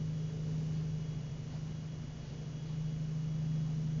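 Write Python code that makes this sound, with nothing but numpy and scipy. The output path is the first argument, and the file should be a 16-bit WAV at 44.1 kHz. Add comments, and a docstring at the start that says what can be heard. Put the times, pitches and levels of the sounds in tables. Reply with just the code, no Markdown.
"""A low, throbbing drone: a machine turning 13 times a second, heard indoors through the walls.
Its twelfth order booms, fades and returns while the neighbouring orders beat against it.
Under it lies a low room rumble, with even hiss, a thin electronic whine and a few very soft rustles."""
import sys
import numpy as np
from scipy.fft import rfft, irfft, next_fast_len
from scipy.io import wavfile
from scipy.ndimage import map_coordinates

SR = 44100
rng = np.random.default_rng(int(sys.argv[2]) if len(sys.argv) > 2 else 0)


def wav_out(sig):
    """Save sig, one row per channel (or a flat mono array), as 16-bit PCM at SR to the path in sys.argv[1]."""
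    wavfile.write(sys.argv[1], SR, np.round(np.clip(np.atleast_2d(sig).T, -1, 1) * 32767).astype(np.int16))


N = 176400

# boom of the 12th order (time [s], level [dB])
BOOM_DB = [(0, -37), (.4, -39), (.7, -35), (1.12, -41), (1.4, -47.5), (1.64, -41.5), (1.95, -45),
           (2.22, -50.5), (2.55, -43), (2.85, -37), (3.35, -37), (3.56, -34), (3.8, -36.8), (4, -35)]
# its neighbours (time [s], 8th order [dB], 10th order [dB], 11th order [dB])
THROB_DB = [(0, -49.5, -51, -56), (.6, -52, -51, -59.5), (1.2, -53.5, -48, -45.5), (1.7, -52, -49, -55.5),
            (2.2, -72, -49.5, -54.5), (2.801, -70, -50, -48.5), (3.4, -63, -46.5, -59.5),
            (4, -68, -46, -49.5)]
# weaker orders {multiple of the shaft rate: mean level [dB]}
ORDERS_DB = {2: -62, 3: -72.5, 4: -60, 6: -63.5, 9: -64, 13: -69, 14: -64.5, 16: -63.5, 17: -65.5, 18: -71,
             20: -65.5, 22: -69, 24: -72.5, 26: -73, 28: -74, 34: -71, 36: -75.5, 38: -77, 40: -75.5, 42:
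             -77}

# rumble and its two bands (frequency [Hz], relative density [dB])
RUMBLE_SPECTRUM = [(12, -17), (22, -2.5), (40, -3), (60, -1), (110, -1.5), (160, -0.5), (200, -4.5),
                   (255, -5), (330, -12), (550, -17), (750, -22), (1200, -30), (3000, -55)]
LOW_BAND_SPECTRUM = [(130, -39), (195, -2), (225, 0), (260, -2), (350, -38.5)]
MID_BAND_SPECTRUM = [(270, -30), (340, -12.5), (425, 1.5), (480, -5.5), (620, -30.5)]
# band swells (time [s], level near 230 Hz [dB], level near 430 Hz [dB])
SWELLS_DB = [(0, -67, -61.5), (.4, -66.5, -57.5), (.58, -52.5, -56), (.9, -60, -61), (1.6, -67, -65),
             (2.05, -67, -71), (2.45, -71.5, -61), (2.8, -64, -67.5), (3.25, -69, -68), (3.55, -53.5, -71),
             (4, -54.5, -71.5)]

# hiss (frequency [Hz], relative density [dB])
HISS_SPECTRUM = [(100, -0.5), (1000, 2.5), (1600, 1.5), (2300, 0.5), (3000, -0.5), (3800, -2.6),
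                 (5000, -1.5), (5500, -2.1), (6300, 0), (6800, -3), (7250, -12.5)]
# whine lines {multiple of the buzz rate: level [dB]}
WHINE_DB = {1: -67.5, 2: -64, 10: -72.5, 11: -77, 12: -77.5, 37: -86, 38: -85.5, 50: -72.5, 51: -83.5, 53:
            -86, 58: -91.5}

# rustles (centre time [s], Gaussian sigma [s], body level [dB], swish level [dB])
RUSTLES = [(0.474, 0.025, -70, -70), (0.774, .05, -73.5, -66.5), (1.546, .028, -61.5, -62.5),
           (1.682, .03, -64, -70.5), (2.283, .055, -69.5, -64.5), (2.69, 0.052, -67.5, -66),
           (3.678, .03, -62.5, -77)]
# rustle body and swish (frequency [Hz], relative density [dB])
BODY_SPECTRUM = [(350, -22.5), (720, 1), (900, -2.5), (1300, -13.5), (3000, -29)]
SWISH_SPECTRUM = [(700, -18), (1500, -4.5), (2400, -5.5), (3400, -2.5), (4600, 0), (5700, -9), (7200, -19)]


def amp(db):
    """Decibels to gain."""
    return 10 ** (np.asarray(db) / 20)


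def curves(rows):
    """One value per sample for each column after the time."""
    times_s, *columns = np.transpose(rows)
    return [np.interp(np.arange(N) / SR, times_s, column) for column in columns]


def wobble(rate_hz):
    """Smooth random curve, rate_hz knots a second."""
    return map_coordinates(rng.standard_normal(512), [np.arange(N) * rate_hz / SR], mode="wrap")


def filtered(x, response):
    """Apply a gain given as a function of frequency [Hz]."""
    size = next_fast_len(N + SR // 2)
    hz = np.fft.rfftfreq(size, 1 / SR)
    return irfft(rfft(x, size) * response(hz), size)[..., :N]


def noise(spectrum):
    """Noise of rms 1, spectrum interpolated over log frequency."""
    knots_hz, db = np.transpose(spectrum)
    white = rng.standard_normal(N)
    coloured = filtered(white, lambda hz: amp(np.interp(np.log(hz + 1), np.log(knots_hz + 1), db)))
    return coloured / np.sqrt(np.mean(coloured ** 2) + 1e-20)


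def angle(hz):
    """Phase [rad] of a steady rotation."""
    return 2 * np.pi * hz * np.arange(N) / SR


def tone(phase_rad):
    """Sine of rms 1, random start phase."""
    return np.sqrt(2) * np.sin(phase_rad + rng.uniform(0, 2 * np.pi))


def machine_drone(shaft_hz=13.02, drift_rad=0.025, strong_waver_db=0.59, weak_waver_db=2):
    """Orders of one slightly drifting shaft; those near the boom beat against it."""
    shaft_rad = angle(shaft_hz) + drift_rad * wobble(rate_hz=2)
    strong_db = curves(BOOM_DB) + curves(THROB_DB)
    strong = sum(amp(db + strong_waver_db * wobble(rate_hz=9)) * tone(order * shaft_rad)
                 for order, db in zip((12, 8, 10, 11), strong_db))
    weak = sum(amp(db + weak_waver_db * wobble(rate_hz=3.3)) * tone(order * shaft_rad)
               for order, db in ORDERS_DB.items())
    return strong + weak


def room_rumble(steady_db=-49.5):
    """Low room noise; two bands swell on their own."""
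    low_db, mid_db = curves(SWELLS_DB)
    steady = amp(steady_db) * noise(RUMBLE_SPECTRUM)
    return steady + amp(low_db) * noise(LOW_BAND_SPECTRUM) + amp(mid_db) * noise(MID_BAND_SPECTRUM)


def electronics(buzz_hz=58.296, whistle_db=-76.5, hiss_db=-60.5):
    """Whine of buzz harmonics, two whistles and even hiss; the lower whistle flickers."""
    whine = sum(amp(db) * tone(harmonic * angle(buzz_hz)) for harmonic, db in WHINE_DB.items())
    flicker = np.clip(1 + 0.72 * wobble(rate_hz=14), 0, 2)
    high_whistle = amp(whistle_db) * tone(angle(hz=5807.7))
    low_whistle = amp(whistle_db) * flicker * tone(angle(hz=3322))
    hiss = amp(hiss_db) * noise(HISS_SPECTRUM)
    return whine + high_whistle + low_whistle + hiss


def rustles():
    """Brief soft brushes, as of a hand or sleeve shifting: a hollow body and a swish."""
    time_s = np.arange(N) / SR
    body, swish = noise(BODY_SPECTRUM), noise(SWISH_SPECTRUM)
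    brushes = np.zeros(N)
    for centre_s, sigma_s, body_db, swish_db in RUSTLES:
        envelope = np.exp(-0.5 * ((time_s - centre_s) / sigma_s) ** 2)
        brushes += envelope * (amp(body_db) * body + amp(swish_db) * swish)
    return brushes


def scene():
    """All sources, mono."""
    return (machine_drone() + room_rumble() + electronics() + rustles())[None]


def record(dry):
    """Brick-wall low-pass."""
    cutoff_hz = 7260
    return filtered(dry, lambda hz: hz < cutoff_hz)


dry = scene()
out = record(dry)
wav_out(out)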